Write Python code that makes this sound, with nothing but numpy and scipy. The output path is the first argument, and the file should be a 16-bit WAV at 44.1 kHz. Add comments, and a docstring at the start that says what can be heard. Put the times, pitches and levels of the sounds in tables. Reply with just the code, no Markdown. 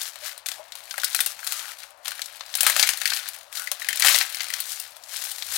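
"""Breaking a garlic bulb

Two hands lean on a garlic bulb on a wooden board, three times over, then pull the loose skins away.
Snaps are noise cracks with the rings of flake and bulb; rustle is noise gated by random creases.
Slips are gliding tones, drags resonant noise; a short room tail and steady air lie behind.
A close microphone in a small kitchen hears it, almost wholly in the left channel."""
import sys
import numpy as np
from scipy import signal
from scipy.fft import rfft, irfft, next_fast_len
from scipy.io import wavfile
from scipy.ndimage import uniform_filter1d, minimum_filter1d

SR = 44100
rng = np.random.default_rng(int(sys.argv[2]) if len(sys.argv) > 2 else 0)


def output_pcm(signal):
    """Save a mono or channel-first signal as 16-bit PCM at the path in sys.argv[1].

    Samples are clipped to [-1, 1] before scaling.
    """
    pcm = np.clip(np.atleast_2d(signal).T, -1, 1) * 32767
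    wavfile.write(sys.argv[1], SR, np.round(pcm).astype(np.int16))


N = 245637

# steady air spectrum: (frequency [Hz], relative level [dB])
AIR_SPECTRUM = [(20, -7.5), (50, -28), (90, 1), (130, -32.5), (300, -12.5), (430, -11.5), (570, 8),
                (800, 7.5), (1200, 4.5), (2500, -5), (6000, -19), (16000, -39)]
# room decay: (frequency [Hz], t60 [s])
KITCHEN_T60 = [(300, 0.17), (2000, 0.27), (6000, 0.17), (15000, 0.12)]
# resonances of the bulb on the board: (centre [Hz], width [Hz], gain [dB])
BODY_MODES = [(779, 102, -2.5), (1830, 11, -23), (3140, 170, -16.5), (4210, 620, -7.5)]
# hands and bulb drag over the wood: (middle [s], Gaussian sigma [s], level [dB], pitch [Hz], width [Hz])
DRAG_EVENTS = [(0.597, 0.029, -49, 840, 400), (1.58, 0.083, -42, 1420, 820), (1.69, 0.017, -50, 1390, 800),
               (3.604, 0.031, -41.5, 1447, 386), (5.512, 0.032, -65, 85, 25)]
# the bulb slips with a small hollow squeak: (time [s], level [dB], start pitch [Hz], t60 [s],
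# rise time constant [s])
SLIP_EVENTS = [(.222, -39, 580, 0.16, 0.0047), (.594, -34, 597, 0.15, 0.0026),
               (0.979, -38, 550, 0.054, 0.0015), (3.716, -28, 570, 0.055, 0.0027)]
# thick husk spectrum: (frequency [Hz], relative level [dB])
HUSK_SPECTRUM = [(30, -26), (150, -29.5), (300, -44.5), (430, -25.5), (580, -12), (1000, -7), (1550, 2),
                 (2600, 1), (4200, 0), (6500, -6), (15000, -29.5)]
# thin skin spectrum: (frequency [Hz], relative level [dB])
SKIN_SPECTRUM = [(30, -41), (1000, -45.5), (3000, -2), (5500, 2.5), (9000, 1.5), (13000, -1), (16000, -8)]
# pushes and rubs of the hands: (full from [s], hold [s], rise [s], fall [s], husk level [dB],
# thin skin over husk [dB], lesser snaps over husk [dB])
HAND_STROKES = [(0, 0.083, .05, 0.066, -36, 2.5, -3), (.25, 0.036, 0.065, .08, -34, 0, -3),
                (.48, 0.057, 0.037, 0.14, -41, 0, -3), (1.04, 0.026, 0.17, 0.26, -35.5, -4, 4),
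                (1.19, 0.11, 0.36, 0.083, -34.5, 3, 6), (1.51, 0.075, 0.15, 0.12, -33.5, 3.5, -5),
                (1.69, 0.021, 0.28, 0.11, -37.5, -2, -6), (1.83, 0.0033, 0.12, 0.14, -44, -3, 8),
                (2.055, 0.028, 0.018, 0.25, -35, -4.5, 3.5), (2.2, .03, 0.23, 0.19, -44, -0.5, 3),
                (2.65, 0.062, 0.14, 0.11, -22, -2.5, 0), (2.79, 0.035, .08, 0.25, -21.5, 0, 4),
                (3.08, 0.1, 0.15, 0.27, -29, -4, 4.5), (3.555, 0.075, 0.051, 0.16, -39, 3, 8.5),
                (3.92, 0.08, 0.25, .1, -34.5, -5.5, 11), (4.055, .1, 0.075, .07, -13.5, 0, -6.5),
                (4.21, 0.0073, .04, 0.07, -19, -4.5, -2), (4.41, 0.17, 0.75, 0.53, -35, -4.5, 4),
                (4.71, 0.021, 0.27, 0.19, -45, 13, 8), (5.14, 0.1, 0.12, 0.38, -36.5, 3.5, 5.5),
                (5.33, .1, 0.14, 0.18, -43.5, 3, 3.5), (5.55, .02, 0.15, 0.083, -28, 2, 1)]
# palms rest on the bulb: (from [s], to [s], husk level [dB])
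PALM_LEANS = [(0.14, 0.392, -47.5), (.55, 0.752, -55), (0.77, 1.396, -48.5), (2.276, 2.6, -47),
              (3.65, 4.85, -44.5)]
# clearest snaps of the husk: (time [s], relative level [dB], low tint near 800 Hz [dB],
# mid tint at the bulb's hollow pitch [dB], top tint near 11 kHz [dB])
HUSK_SNAPS = [(0.0151, -24.5, -16, -38, -4.5), (0.032, -33, -13, -17, 3), (0.1571, -36, 5, 8, -1),
              (.378, -34.5, 0, -1, 3.5), (0.46, -27, -14, -2, -5), (0.465, -24, -17, -8, -2),
              (0.4865, -22, -22, 1, -4), (.5165, -26.5, -8, -2, -5), (0.721, -34, -30, -3, -10),
              (0.7537, -33, -2, -1, -0.5), (0.9096, -28, -34, -8, -12), (0.9412, -31.5, 0, 24, 3),
              (.98, -22, 6.5, 15, 2), (.9995, -28.5, -12, -8, -8), (1.0344, -20.5, -6, 19, 0),
              (1.044, -12, -21, -17, -0.5), (1.147, -9.5, -8, 3.5, 0.5), (1.1622, -18.5, -24, -15, 0),
              (1.191, -18, -0.5, 12, -3), (1.2046, -7.5, -12, 2, 3.5), (1.2615, -13, -11, -7, 5),
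              (1.3914, -36.5, 4.5, 9, -8), (1.43, -34, -8, 14, -5), (1.445, -28.5, -17, 2, 10),
              (1.4677, -24, -10, 2, 2), (1.473, -20.5, -13, -3, -2), (1.522, -18.5, -10, 0, -0.5),
              (2.0803, -22.5, -8, -1, -6.5), (2.1181, -27.5, -6, 10.5, -6), (2.193, -31.5, 0, 13, -5),
              (2.2177, -22.5, -16.5, -2, -8.5), (2.2587, -30.5, -17, -14, -1), (2.4082, -30.5, 1.5, 2, -20),
              (2.5399, -27, -24, -13, -14), (2.5522, -15, -10, -8, 1), (2.5721, -22, -11, -10, 15),
              (2.607, -5, -12, 0, 3.5), (2.631, -8.5, 1.5, 4.5, 8), (2.6655, 1.5, -3.5, 7, -1.5),
              (2.6976, -7, -2, 8, 3.5), (2.7639, -11.5, -3, 5, -5.5), (2.7957, -2.5, -12, 3.5, -4.5),
              (2.8268, -6.5, -10.5, 1, -14), (2.8284, -7.5, -18, -29, -9), (2.8337, -11, -4, 14, -12),
              (2.873, -14, -23, 5, 0), (2.89, -6, -10, 8.5, -1), (2.9345, -20.5, -7, 1, -6),
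              (2.973, -25.5, -22, -15, 4), (3.0161, -19, -11, 8.5, -5), (3.056, -10.5, -22, 7.5, -7.5),
              (3.0754, -18, -19, 1, -6), (3.1028, -18.5, -28, -5, -12), (3.1222, -23.5, -7.5, 21.5, -6),
              (3.1344, -21, -21, -7, -12), (3.1707, -23.5, -12, 0, -4), (3.2873, -23.5, -4, 5, 10),
              (3.5268, -34.5, -7, 9, 0), (3.5958, -27, -4, 6, 1), (3.673, -25, -13, 18, -2),
              (3.7157, -15.5, -1.5, -0.5, 0), (3.819, -27.5, -8, 16.5, -12), (3.8458, -30, -25, 17, -1),
              (3.8872, -12, -11, 10.5, 2), (3.907, -25, -12, 7, -6), (3.929, -19.5, -16, 9.5, -5),
              (3.9972, -13, -25, 2, 7), (4.022, -9, -13.5, 10.5, -10), (4.0472, -3.5, -1, 9, -2.5),
              (4.0612, -2.5, -5, 7, 1), (4.0703, -5.5, -22, 5, -10), (4.0837, -1, -13, 7, -5.5),
              (4.0901, -5.5, -16, 7, 0), (4.1452, -9, -5.5, -4, -21), (4.1533, -13.5, -14, 10, -19),
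              (4.186, -11, -25, -1, -3), (4.212, -13, -15, 9, -12), (4.3457, -25.5, -25, 7, -5.5),
              (4.4055, -21.5, -18, 8, -15), (4.503, -26, -20, 15, 2), (4.5376, -19, -14, 7, -3.5),
              (4.603, -18.5, -5, -3, 15), (4.7995, -23.5, -9, -19, 4.5), (4.9667, -40, -2, -3, -1),
              (5.0375, -39, -12, -12, -6), (5.316, -24, -9, -18, 4), (5.4236, -26, -10.5, -3, -35)]

SWELL_DB = 24  # gained during a rise, lost during a fall
LEAN_THIN_DB, LEAN_TICK_DB, LEAN_FADE_S = -6, 2, 0.092  # faint creasing under resting palms
FLAKE_HZ, FLAKE_SPREAD_LN = 4586, 0.42  # typical ring of a torn flake, scatter as natural log
# the bulb rings ever higher as it breaks into smaller pieces
BULB_START_HZ, BULB_CLIMB_HZ_PER_S, BULB_SPREAD_LN = 1346, 133.5, 0.086
BULB_DB, BULB_T60_S = -17.5, 0.025
CRACK_T60_S, CRACK_GROWTH_LN_PER_DB = 0.029, 0.013  # t60 at 0 dB; bigger breaks last longer
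# lesser snaps: mean rate, level over the effort, scatter of level and tint
TICKS_PER_S, TICK_DB, TICK_SPREAD_DB, TINT_SPREAD_DB = 40, 0.5, 1.5, 4.5
TICK_TINT_DB = np.array([-17, -4.5, -0.5])  # mean low, mid, top
TOP_HZ = 15900  # band limit


def amp(db):
    """Decibels to gain."""
    return 10 ** (np.asarray(db) / 20)


def unit(x):
    """Scale to rms 1."""
    return x / np.sqrt(np.mean(x ** 2) + 1e-20)


def along(points, hz):
    """Interpolate (Hz, value) points on a log frequency axis."""
    f, value = np.transpose(points)
    return np.interp(np.log(hz + 1), np.log(f + 1), value)


def filtered(x, response):
    """Multiply the spectrum of x by a response of frequency."""
    m = next_fast_len(N + SR // 2)
    spectrum = rfft(x, m) * response(np.fft.rfftfreq(m, 1 / SR))
    return irfft(spectrum, m)[..., :N]


def coloured(x, points):
    """Causal minimum-phase filter of unit power, shaped by (Hz, dB) points."""
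    m = 2 * next_fast_len(len(x) + SR // 50)
    magnitude = unit(amp(along(points, np.fft.rfftfreq(m, 1 / SR))))
    # folding the cepstrum forward makes the filter causal
    cepstrum = irfft(np.log(magnitude))
    cepstrum[1:m // 2] *= 2
    cepstrum[m // 2 + 1:] = 0
    return irfft(rfft(x, m) * np.exp(rfft(cepstrum)))[:len(x)]


def resonance(hz, centre_hz, width_hz):
    """Complex response of a damped mode with unit peak."""
    damping = 1j * hz * width_hz
    return damping / (centre_hz * centre_hz - hz * hz + damping)


def add(track, time_s, sound):
    """Mix a sound in at a time."""
    start = max(0, round(time_s * SR))
    part = track[start:start + len(sound)]
    part += sound[:len(part)]


def compressed(x, knee_db, slope, hold_samples):
    """The gain of each channel dips just ahead of its loud peaks and holds."""
    needed = (1 + (x / amp(knee_db)) ** 2) ** (-slope / 2)
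    held = minimum_filter1d(needed, hold_samples, axis=1, origin=hold_samples // 2 - SR // 300)
    return x * uniform_filter1d(held, SR // 160, axis=1)


def air():
    """Steady coloured noise of the room."""
    return amp(-55.0) * coloured(rng.standard_normal(N), AIR_SPECTRUM)


def kitchen(x):
    """Short diffuse room tail whose treble dies first."""
    hz, t, bins = signal.stft(rng.standard_normal(SR // 3), SR, nperseg=256)
    decay = amp(-60 * t / along(KITCHEN_T60, hz)[:, None])
    tail = signal.istft(bins * decay, SR, nperseg=256)[1]
    delayed = np.pad(tail, (SR // 200, 0))
    return signal.fftconvolve(x, delayed / np.linalg.norm(tail))[:N]


def body(x):
    """Modes of the bulb on the board add to the direct sound."""
    return filtered(x, lambda hz: 1 + sum(amp(db) * resonance(hz, centre_hz, width_hz)
                                          for centre_hz, width_hz, db in BODY_MODES))


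def drags():
    """Friction noise swells and fades in one resonance of the board."""
    out, t = np.zeros(N), np.arange(N) / SR
    for middle_s, sigma_s, db, pitch_hz, width_hz in DRAG_EVENTS:
        friction = filtered(rng.standard_normal(N), lambda hz: resonance(hz, pitch_hz, width_hz) ** 2)
        envelope = np.exp(-((t - middle_s) / sigma_s) ** 2 / 2)
        out += amp(db) * envelope * unit(friction)
    return out


def slips(glide_per_s=1.36, roughness=0.07):
    """A slip rings briefly and climbs in pitch as the pressure grows."""
    out, t = np.zeros(N), np.arange(SR // 6) / SR
    for time_s, db, start_hz, t60_s, rise_s in SLIP_EVENTS:
        grip = 1 + roughness * unit(uniform_filter1d(rng.standard_normal(len(t)), size=120))
        tone = np.sin(2 * np.pi * start_hz * t * (1 + glide_per_s * t))
        envelope = amp(db - 60 * t / t60_s) * (1 - np.exp(-t / rise_s))
        add(out, time_s, envelope * grip * tone)
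    return out


def swell(start_s, hold_s, rise_s, fall_s):
    """Power envelope that climbs and sinks evenly in dB around a hold."""
    t = np.arange(N) / SR - start_s
    before = np.maximum(-t, 0) / rise_s
    after = np.maximum(t - hold_s, 0) / fall_s
    return amp(-SWELL_DB * (before + after)) ** 2


def handling():
    """Sum the powers of all hand moves into husk, skin and lesser-snap gains over time."""
    moves = HAND_STROKES + [(from_s, to_s - from_s, LEAN_FADE_S, LEAN_FADE_S, db, LEAN_THIN_DB, LEAN_TICK_DB)
                            for from_s, to_s, db in PALM_LEANS]
    power = np.zeros((3, N))
    for start_s, hold_s, rise_s, fall_s, db, thin_db, tick_db in moves:
        levels_db = [[db], [db + thin_db], [db + tick_db]]
        power += amp(levels_db) ** 2 * swell(start_s, hold_s, rise_s, fall_s)
    return np.sqrt(power)


def crinkle(creases_per_s, spread_db, t60_s, rub_db):
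    """Countless tiny creases give way at random, over the smooth hiss of sliding skin."""
    sizes_db = spread_db * np.minimum(rng.standard_normal(N), 2)
    creases = (rng.random(N) < creases_per_s / SR) * amp(sizes_db) ** 2
    t = np.arange(SR // 40) / SR
    power = np.abs(signal.fftconvolve(creases, amp(-60 * t / t60_s) ** 2)[:N])
    envelope = np.sqrt(power / power.mean() + amp(rub_db) ** 2)
    return unit(rng.standard_normal(N) * envelope)


def rustle(husk_gain, skin_gain, husk_db=-1.84, skin_db=-0.32):
    """Thick husk crunches low and thin outer skin crinkles high; many creases sound in both."""
    shared = crinkle(creases_per_s=220, spread_db=6.5, t60_s=.008, rub_db=-6)
    thick = crinkle(creases_per_s=350, spread_db=7.5, t60_s=.017, rub_db=-2.5)
    thin = crinkle(creases_per_s=900, spread_db=3.5, t60_s=.004, rub_db=-2)
    husk = unit(coloured(shared + thick, HUSK_SPECTRUM))
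    skin = unit(coloured(shared + thin, SKIN_SPECTRUM))
    return amp(husk_db) * husk_gain * husk + amp(skin_db) * skin_gain * skin


def snap(time_s, db, low_db, mid_db, top_db, spike_t60_s=0.0019, spike_db=6, tail_t60_s=0.092, tail_db=-13,
         ring_t60_s=0.06, ring_db=-12, rise_s=0.00023, thud_db=-41, thud_lag=0.6):
    """A fracture: sharp crack, faint thud, rings of flake and hollow bulb, scatter off hands and board."""
    t = np.arange(SR // 16) / SR
    onset = 1 - np.exp(-t / rise_s)
    crack_t60_s = CRACK_T60_S * np.exp(CRACK_GROWTH_LN_PER_DB * db)
    decay = amp(spike_db - 60 * t / spike_t60_s)
    decay += amp(-60 * t / crack_t60_s)
    decay += amp(tail_db - 60 * t / tail_t60_s)
    bulb_hz = BULB_START_HZ + BULB_CLIMB_HZ_PER_S * time_s
    # the thud grows less than the crack
    colour = [(330, thud_db - thud_lag * db), (440, low_db - 26.5), (570, low_db), (1000, low_db),
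              (bulb_hz, mid_db - 1), (2700, mid_db / 2 - 1),
              (3600, 1.5), (6000, -.76), (9500, top_db + 3.0), (15500, top_db - 3.5)]
    crack = coloured(rng.standard_normal(len(t)) * decay * onset, colour)
    spreads = np.array([FLAKE_SPREAD_LN, BULB_SPREAD_LN])
    flake, hollow = np.exp(spreads * rng.standard_normal(2))
    ring = amp(ring_db - 60 * t / ring_t60_s) * np.sin(2 * np.pi * FLAKE_HZ * flake * t)
    ring += amp(BULB_DB + mid_db - 60 * t / BULB_T60_S) * np.sin(2 * np.pi * bulb_hz * hollow * t)
    sound = crack + ring * onset ** 2
    return amp(db) * sound / np.std(sound[:SR // 280])  # level set by the first few ms


def ticks(effort):
    """Lesser snaps at random moments, as strong as the hands' effort allows."""
    out = np.zeros(N)
    chance = rng.random((N // 256, 2))
    scatter = np.clip(rng.standard_normal((len(chance), 4)), -2, 2)
    probability = TICKS_PER_S * N / SR / len(chance)
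    for (when, luck), (size, *tint) in zip(chance, scatter):
        if luck < probability:
            time_s = when * N / SR
            effort_db = 20 * np.log10(effort[int(when * N)] + 1e-9)
            db = effort_db + TICK_DB + TICK_SPREAD_DB * size
            add(out, time_s, snap(time_s, db, *(TICK_TINT_DB + TINT_SPREAD_DB * np.array(tint))))
    return out


def snaps(level_db=1.0):
    """The husk breaks as the cloves part."""
    out = np.zeros(N)
    for time_s, db, low_db, mid_db, top_db in HUSK_SNAPS:
        add(out, time_s, snap(time_s, db + level_db, low_db, mid_db, top_db))
    return out


def scene():
    """Garlic on its board, room tail and air; the right channel gets a faint copy and faint noise."""
    husk_gain, skin_gain, tick_gain = handling()
    breaking = rustle(husk_gain, skin_gain) + ticks(tick_gain) + snaps()
    garlic = drags() + slips() + body(breaking)
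    left = amp(4.5) * (air() + amp(-14.0) * kitchen(garlic) + garlic)
    right = amp(-24.5) * left + amp(-92) * rng.standard_normal(N)
    return np.array([left, right])


def record(dry):
    """A gentle compressor, a fast limiter for the hardest cracks, then the band limit."""
    even = compressed(dry, knee_db=-19, slope=0.18, hold_samples=SR // 16)
    safe = compressed(even, knee_db=0.5, slope=0.6, hold_samples=SR // 110)
    return filtered(safe, lambda hz: hz < TOP_HZ)


dry = scene()
out = record(dry)
output_pcm(out)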